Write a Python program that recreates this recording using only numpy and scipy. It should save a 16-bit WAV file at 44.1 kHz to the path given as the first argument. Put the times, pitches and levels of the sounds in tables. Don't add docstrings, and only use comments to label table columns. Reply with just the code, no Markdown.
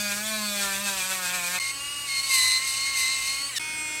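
import sys
import numpy as np
from scipy import signal
from scipy.fft import rfft, irfft
from scipy.io import wavfile

SR = 44100
rng = np.random.default_rng(int(sys.argv[2]) if len(sys.argv) > 2 else 0)


def inscribe(sig):
    pcm = np.round(np.clip(np.atleast_2d(sig).T, -1, 1) * 32767)
    wavfile.write(sys.argv[1], SR, pcm.astype(np.int16))


N = 176400
T = np.arange(N) / SR
SANDING_END_S, STALL_S, LIGHT_START_S = 1.583, 3.585, 3.595
SWELL_S = 0.021


def from_db(db):
    return 10 ** (np.asarray(db) / 20)


def rms_one(x):
    return x / np.sqrt(np.mean(x ** 2) + 1e-20)


def in_time(rows):
    time_s, *columns = np.transpose(rows)
    return [np.interp(T, time_s, column) for column in columns]


def between(start_s, end_s):
    return np.clip((T - start_s) / .003 + .5, 0, 1) * np.clip((end_s - T) / .003 + .5, 0, 1)


def drift(rate_hz):
    pole = np.exp(-2 * np.pi * rate_hz / (SR / 20))
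    slow = signal.lfilter([1], [1, -2 * pole, pole * pole], rng.standard_normal(N // 20 + 2002))[2000:]
    return np.interp(np.arange(N) / 20, np.arange(len(slow)), rms_one(slow))


def colour(x, spectrum):
    hz, db = np.transpose(spectrum)
    bin_hz = np.maximum(np.arange(N // 2 + 1) * SR / N, 1)
    skirt = 1 / np.sqrt(1 + (hz[0] / bin_hz / 2) ** 4)
    gain = from_db(np.interp(np.log(bin_hz), np.log(hz), db))
    return rms_one(irfft(rfft(x) * skirt * gain, N))


def turning(hz, flutter, flutter_hz):
    return np.cumsum(hz * (1 + flutter * drift(flutter_hz))) / SR


def whine(turns, levels_db, waver_db, waver_hz, first=1):
    out = 0
    for k, db in enumerate(levels_db, first):
        gain = from_db(db + waver_db * drift(waver_hz))
        out += gain * np.sin(2 * np.pi * (k * turns + rng.random()))
    return rms_one(out)


def body_tones(turns, speed_hz, body, waver_db, waver_hz, top):
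    hz, db = np.transpose(body)
    levels_db = [np.interp(k * speed_hz, hz, db) for k in range(2, top + 1)]
    return whine(turns, levels_db, waver_db, waver_hz, first=2)


def grit(turns, spectrum, repeat, beat_db, grain_db, grains=512):
    shape = (int(turns[-1]) + 202, grains)
    fresh = rng.standard_normal(shape) * from_db(grain_db * rng.standard_normal(shape))
    surface = signal.lfilter([1], [1, -repeat], fresh, axis=0)[200:].ravel()
    position = np.interp(np.arange(N * 4) / 4, np.arange(N), turns) * grains
    rubbing = signal.resample_poly(np.interp(position, np.arange(len(surface)), surface), 1, 4)
    return colour(rubbing * from_db(beat_db * np.cos(2 * np.pi * turns)), spectrum)


def sanding_band():
    # (time [s], speed [Hz])
    shaft = [(0.0, 207.1), (0.06, 205.7), (0.122, 201.7), (0.188, 207.9), (0.238, 214.8), (0.3, 218.6),
             (0.356, 216.1), (0.484, 206.2), (0.7, 196.0), (0.776, 196.3), (0.838, 202.9), (0.978, 190.1),
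             (1.004, 184.8), (1.028, 184.5), (1.12, 189.2), (1.27, 178.5), (1.35, 181.7), (1.41, 175.4),
             (1.46, 174.5), (1.534, 181.0), (1.585, 181.3)]
    # (time [s], relative hiss [dB], relative rasp [dB])
    strokes = [(0.0, -34, -42), (0.074, -38, -38), (0.122, -31, -35.5), (0.156, -36, -41),
               (0.17, -32.5, -36), (0.2, -38, -38), (0.236, -38.5, -41), (0.274, -33, -43),
               (0.328, -36, -41), (0.528, -36.5, -40), (0.63, -30, -33), (0.704, -35, -36),
               (0.73, -32, -36), (0.832, -37, -37.5), (0.884, -30, -34), (0.954, -35.5, -36.5),
               (1.006, -32, -34.5), (1.084, -35.5, -41), (1.124, -31, -33.5), (1.216, -38, -39),
               (1.256, -31.5, -35), (1.322, -36, -36.5), (1.354, -32, -35), (1.41, -37.5, -37),
               (1.468, -32, -37.5), (1.522, -35, -38), (1.56, -33, -33), (1.58, -37, -35.5)]
    # (time [s], relative level [dB])
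    hum_level = [(0.0, -40), (0.264, -43), (0.432, -37.5), (0.714, -46.5), (0.864, -40.5), (0.974, -52.5),
                 (1.522, -49.5), (1.585, -53)]
    motor_level = [(0,-31.5),(.06,-33.5),(.11,-38),(.2,-35),(.27,-35),(.34,-33.5),(.47,-40),(.56,-31.5),(.8,-45.5),(1.0,-38.5),(1.585,-39.5)]
    # (frequency [Hz], gain [dB])
    motor_body = [(400,-21.5),(630,7.5),(850,-13),(1050,9),(1300,-3),(1550,3),(1900,-0.5),(2420,5.5),(2750,-20),(3450,1),(3750,-3),(4200,-6),(5100,-3),(6200,-6),(6900,1),(7800,-20),(8500,-16),(9300,-1)]
    buzz_body = [(400,-10.5),(600,1.5),(800,-1),(1000,5),(1200,-5.5),(1420,0),(1620,6.5),(1800,7.5),(2050,-10),(2400,1.5),(2650,0.5),(3100,-11),(3700,-16),(5000,-8)]
    # (frequency [Hz], gain [dB])
    rasp_spectrum = [(300,-17.5),(600,-11),(950,-8.5),(1250,-1),(1650,-2.5),(2000,-15),(2450,6),(2900,-10),(3700,-3),(5000,-11),(9000,-31)]
    hiss_spectrum = [(900,-53.5),(2000,-1.5),(3000,-2.5),(4500,0.5),(5300,-3),(6300,1),(6900,-1.5),(7700,4),(8500,4),(9300,-3.5),(12000,-6.5),(14000,-14),(16000,-21)]
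    fizz_spectrum = [(6000,-20),(10400,1.5),(12900,3),(13800,3),(15800,-6)]
    speed_hz, = in_time(shaft)
    hiss_db, rasp_db = in_time(strokes)
    hum_db, = in_time(hum_level)
    motor_db, = in_time(motor_level)
    turns = turning(speed_hz, flutter=0.0014, flutter_hz=29.2)
    hum = from_db(hum_db + 3) * np.sin(2 * np.pi * turns)
    motor = body_tones(turns, speed_hz, motor_body, waver_db=3, waver_hz=6.7, top=45)
    motor *= from_db(motor_db - 1)
    buzz = body_tones(turns, speed_hz, buzz_body, waver_db=1.5, waver_hz=12.3, top=26)
    buzz *= from_db(rasp_db + 0.7)
    rasp = from_db(rasp_db + 0.5) * grit(turns, rasp_spectrum, repeat=0.81, beat_db=4, grain_db=6)
    hiss = from_db(hiss_db + 2.5) * grit(turns, hiss_spectrum, repeat=0.52, beat_db=2, grain_db=2.5)
    fizz = from_db(-41.5) * grit(turns, fizz_spectrum, repeat=0.7, beat_db=1.5, grain_db=3)
    ringing = nail_ringing(turns, speed_hz)
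    return (hum + motor + buzz + rasp + hiss + fizz + ringing) * between(-1, SANDING_END_S)


def nail_ringing(turns, speed_hz):
    # (start [s], end [s], centre [Hz], width [Hz], level [dB])
    rings = [(-.03,.11,4680,170,-36.5), (-.03,.09,6400,100,-42), (.03,.11,2400,120,-40),
             (.22,.31,3520,200,-40), (.3,.38,2380,100,-35), (.31,.41,3880,80,-41), (.31,.53,4330,240,-37.5),
             (.41,.5,4600,120,-40), (.39,.54,8050,300,-42), (.4,.7,3500,110,-43), (.57,.65,4000,550,-37),
             (.56,.64,2420,120,-37), (.62,.74,1650,200,-39), (.85,.92,3700,150,-40), (.86,.92,1600,150,-38),
             (1.1,1.17,2450,130,-37.5), (1.23,1.3,2450,120,-33.5), (1.23,1.28,4700,300,-39),
             (1.32,1.39,2440,120,-34), (1.43,1.5,2440,120,-36), (1.535,1.59,2450,120,-37)]
    out = np.zeros(N)
    for start_s, end_s, centre_hz, width_hz, db in rings:
        on = (T > start_s) & (T < end_s)
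        swell = np.clip(np.minimum(T[on] - start_s, end_s - T[on]) / SWELL_S, 0, 1)
        harmonics = np.round(centre_hz / speed_hz[on].mean()) + np.arange(-5, 6)[:, None]
        weights = np.exp(-((harmonics * speed_hz[on] - centre_hz) / width_hz) ** 2 / 2) + 1e-9
        cluster = weights * np.sin(2 * np.pi * (harmonics * turns[on] + rng.random(harmonics.shape)))
        out[on] += swell * from_db(db + 0.91 * drift(50)[on]) * rms_one(cluster.sum(axis=0))
    return out


def room(mains_hz=121):
    # (frequency [Hz], gain [dB])
    spectrum = [(25,-17),(55,0.5),(80,-9),(300,-10),(700,-16),(8000,-18)]
    rumble = from_db(-49.5) * colour(rng.standard_normal(N), spectrum)
    hum = from_db(-57.5 + 2.2 * drift(11)) * np.sin(2 * np.pi * mains_hz * T)
    return rumble + hum


def ceramic_cutter():
    # (time [s], speed [Hz])
    shaft = [(1.6,274),(1.77,276.5),(1.85,284.7),(1.92,287.5),(2.03,286),(2.16,276.3),(2.28,272.5),(2.38,265.3),(2.46,262),(2.6,266.4),(2.72,269.3),(2.88,275.8),(3.05,268.9),(3.25,271.6),(3.5,280.1),(3.58,222)]
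    # (time [s], relative level [dB])
    pressure = [(1.6, -40.5), (1.71, -41), (1.72, -50), (1.798, -48), (2.052, -47.5), (2.1, -40),
                (2.206, -38), (2.222, -48), (2.234, -42), (2.344, -30.5), (2.548, -34.5), (2.608, -40.5),
                (2.692, -36), (2.906, -38.5), (3.0, -34), (3.22, -39), (3.282, -36), (3.552, -52.5),
                (3.562, -34), (3.58, -38)]
    motor_level = [(1.6,-38),(1.78,-33),(1.85,-33),(2.03,-33),(2.12,-36.5),(2.6,-35.5),(3.3,-35),(3.48,-31),(3.58,-42)]
    drone_level = [(1.6,-45),(1.9,-49.5),(2.27,-44),(2.34,-38),(2.62,-45),(3.0,-43.5),(3.5,-47.5),(3.58,-70)]
    sizzle_level = [(1.6, -45.5), (1.864, -62), (2.294, -42), (2.344, -31), (2.558, -45), (2.652, -50),
                    (2.68, -37), (2.918, -62), (2.988, -35), (3.104, -55), (3.27, -43.5), (3.54, -56),
                    (3.58, -40)]
    harmonics_db = [-21, -21.5, -17.5, -15.5, -14, -22, -9.5, -9, -8, -7.5, -27, -17, -21, -27, -12, -1.5,
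                    -9, -12, -32, -16, -19, -24, -17, -7.5, -42, -32, -28, -11, -1.5, -9, -8.5, -11, -21,
                    -28, -26, -28, -29, -25, -25, -12]
    # (frequency [Hz], gain [dB])
    bearing_spectrum = [(180, -57), (300, -24), (880, -22.5), (1050, -15), (1770, -14), (2430, -12),
                        (2820, -5.5), (3740, -26), (4490, -20), (7510, -16.5), (8570, -12.5),
                        (15800, -31.5)]
    grind_spectrum = [(300,-52),(800,-28),(1050,-23),(1450,-21),(1800,-25),(2100,-6),(2400,-0.5),(2700,-0.5),(3020,1),(3350,-14.5),(3650,4),(4000,6),(4600,5.5),(5200,-0.5),(5800,1),(6400,4),(7100,-4),(8000,4.5),(8600,3),(9400,-7.5),(12000,-15.5),(16000,-23)]
    sizzle_spectrum = [(5000,-29),(8000,5),(9400,-0.5),(10450,4.5),(11600,-8.5),(12700,1.5),(13600,-14),(16000,-23)]
    rumble_spectrum = [(25,-24),(60,3),(130,-21),(400,-27)]
    # (start [s], end [s], harmonic, relative level [dB])
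    motor_whistles = [(1.58,1.79,11,-47), (1.8,2.08,10,-39.5), (1.78,2.14,16,-42.5), (2.07,3.53,11,-46)]
    # (time [s], pitch [Hz], relative tone [dB], relative octave [dB])
    first_bite = [(1.6, 2126, -30.5, -35.5), (1.706, 2142, -32, -41), (1.75, 2200, -59, -79)]
    long_bite = [(2.06, 2258, -56, -61), (2.092, 2162, -31.5, -37.5), (2.202, 2130, -30.5, -28),
                 (2.22, 2147, -44, -44), (2.242, 2190, -33, -28.5), (2.284, 2192, -41, -45),
                 (2.308, 2130, -25, -33), (2.402, 2025, -26.5, -25), (2.576, 2058, -27.5, -26),
                 (2.6, 2043, -34.5, -37), (2.64, 2142, -31.5, -38), (2.698, 2115, -34.5, -36),
                 (2.75, 2112, -37.5, -41), (2.83, 2129, -33.5, -29), (2.88, 2149, -28, -38),
                 (2.94, 2130, -36.5, -35), (2.96, 2120, -27.5, -34), (2.986, 2079, -29, -40),
                 (3.058, 2065, -27, -32.5), (3.13, 2120, -32, -32.5), (3.224, 2085, -32.5, -56),
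                 (3.282, 2125, -33, -32.5), (3.388, 2146, -36, -38.5), (3.422, 2175, -40, -33),
                 (3.448, 2234, -69, -34.5), (3.502, 2243, -36, -39), (3.52, 2107, -55, -61),
                 (3.536, 2042, -38.5, -42), (3.58, 1768, -34, -32)]
    # (start [s], end [s], multiple of pitch / 8, relative level [dB])
    bite_whistles = [(2.29,2.39,18,-35),(2.29,2.39,10,-39),(2.32,2.56,40,-42),(2.39,2.6,9,-44),(2.39,2.6,17,-40),(2.39,2.58,15,-41),(2.62,2.83,24,-42),(2.68,2.8,32,-42),(2.95,3.07,24,-42),(2.96,3.35,10,-46),(3.02,3.17,15,-37.5),(3.55,3.6,24,-35),(3.54,3.6,13,-40)]
    speed_hz, = in_time(shaft)
    pressure_db, = in_time(pressure)
    motor_db, = in_time(motor_level)
    drone_db, = in_time(drone_level)
    sizzle_db, = in_time(sizzle_level)
    turns = turning(speed_hz, flutter=0.00054, flutter_hz=28.6)
    motor = from_db(motor_db - 3) * whine(turns, harmonics_db, waver_db=2, waver_hz=16)
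    judder = 1 + 0.31 * from_db(pressure_db - pressure_db.max()) * drift(96)
    drone = from_db(drone_db + 3) * judder * np.sin(2 * np.pi * 4 * turns)
    bearings = from_db(-40) * grit(turns, bearing_spectrum, repeat=0.4, beat_db=2, grain_db=5)
    grind_gain = from_db(pressure_db + 6 + 0.87 * drift(43))
    grind = grind_gain * grit(turns, grind_spectrum, repeat=0.17, beat_db=-0.5, grain_db=6)
    sizzle = from_db(sizzle_db + 5) * grit(turns, sizzle_spectrum, repeat=0.4, beat_db=2.5, grain_db=5)
    rumble = from_db(pressure_db - 21.5) * colour(rng.standard_normal(N), rumble_spectrum)
    squeals = whistles(turns, motor_whistles) + chatter(first_bite, [])
    squeals += chatter(long_bite, bite_whistles)
    gate = between(SANDING_END_S, STALL_S)
    return (motor + drone + bearings + grind + sizzle + rumble + squeals) * gate


def whistles(turns, rows):
    out = 0
    for start_s, end_s, k, db in rows:
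        swell = np.clip(np.minimum(T - start_s, end_s - T) / SWELL_S, 0, 1)
        phase = 2 * np.pi * (k * turns + rng.random()) + 0.0082 * k * drift(53)
        out += swell * from_db(db + 4 + 0.72 * drift(52)) * np.sin(phase)
    return out


def chatter(bite, side_tones, cycles_per_turn=8):
    # (harmonic, level re tone_db [dB])
    overtones = [(3,-12.5),(4,-8),(5,-28),(6,-21)]
    pitch_hz, tone_db, octave_db = in_time(bite)
    cycles = turning(pitch_hz, flutter=0.0008, flutter_hz=120)
    turns = cycles / cycles_per_turn
    partials = [(1, tone_db + 2, 0.2), (2, octave_db + 3, 0.18)]
    partials += [(k, tone_db + db, 0.4) for k, db in overtones]
    out = whistles(turns, side_tones)
    for k, db, roughness in partials:
        throb = 1 + roughness * drift(160) + 0.11 * np.cos(2 * np.pi * (turns + rng.random()))
        out += from_db(db) * throb * np.sin(2 * np.pi * k * cycles + roughness * drift(180))
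    return out * between(bite[0][0] - .02, bite[-1][0] + .01)


def light_running():
    # (time [s], speed [Hz])
    shaft = [(3.6,311.8),(3.75,310.8),(3.9,307.6),(4,310.3)]
    harmonics_db = [-15.5, -27, -10, -18.5, -19, -12.5, 2, 0.5, -12, -12, -9, -26, -32, -10, -16, -15, -9,
                    -16, -9.5, -13, -17, -22, -34, -28, -26, -8, -8, -16, -24, -19, -11, -20, -19, -28]
    # (frequency [Hz], gain [dB])
    spectrum = [(300,-5),(700,-8.5),(1100,-9),(1500,5.5),(1850,-9),(2300,6),(2900,-5.5),(4000,-6),(5500,-7),(7000,-6),(8200,0.5),(9200,-3),(10200,-7),(11500,-11.5),(16000,-24)]
    # (start [s], end [s], harmonic, relative level [dB])
    motor_whistles = [(3.76,4.03,24,-44), (3.72,3.92,27,-45)]
    speed_hz, = in_time(shaft)
    turns = turning(speed_hz, flutter=0.00051, flutter_hz=32)
    motor = from_db(-33) * whine(turns, harmonics_db, waver_db=-0.5, waver_hz=8.5)
    rattle = from_db(-44.5) * grit(turns, spectrum, repeat=0.95, beat_db=-5, grain_db=6.5)
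    rush = from_db(-39.5) * grit(turns, spectrum, repeat=0.057, beat_db=-3, grain_db=8)
    return (motor + rattle + rush + whistles(turns, motor_whistles)) * between(LIGHT_START_S, 10)


def scene():
    # (start [s], end [s])
    gap_s = (1.591, 1.598)
    drill = (sanding_band() + ceramic_cutter() + light_running()) * (1 - between(*gap_s))
    return np.tile(drill + room(), (2, 1))


def record(dry, cutoff_hz=15800):
    return signal.sosfilt(signal.ellip(12, .1, 90, cutoff_hz, fs=SR, output="sos"), dry)


dry = scene()
out = record(dry)
inscribe(out)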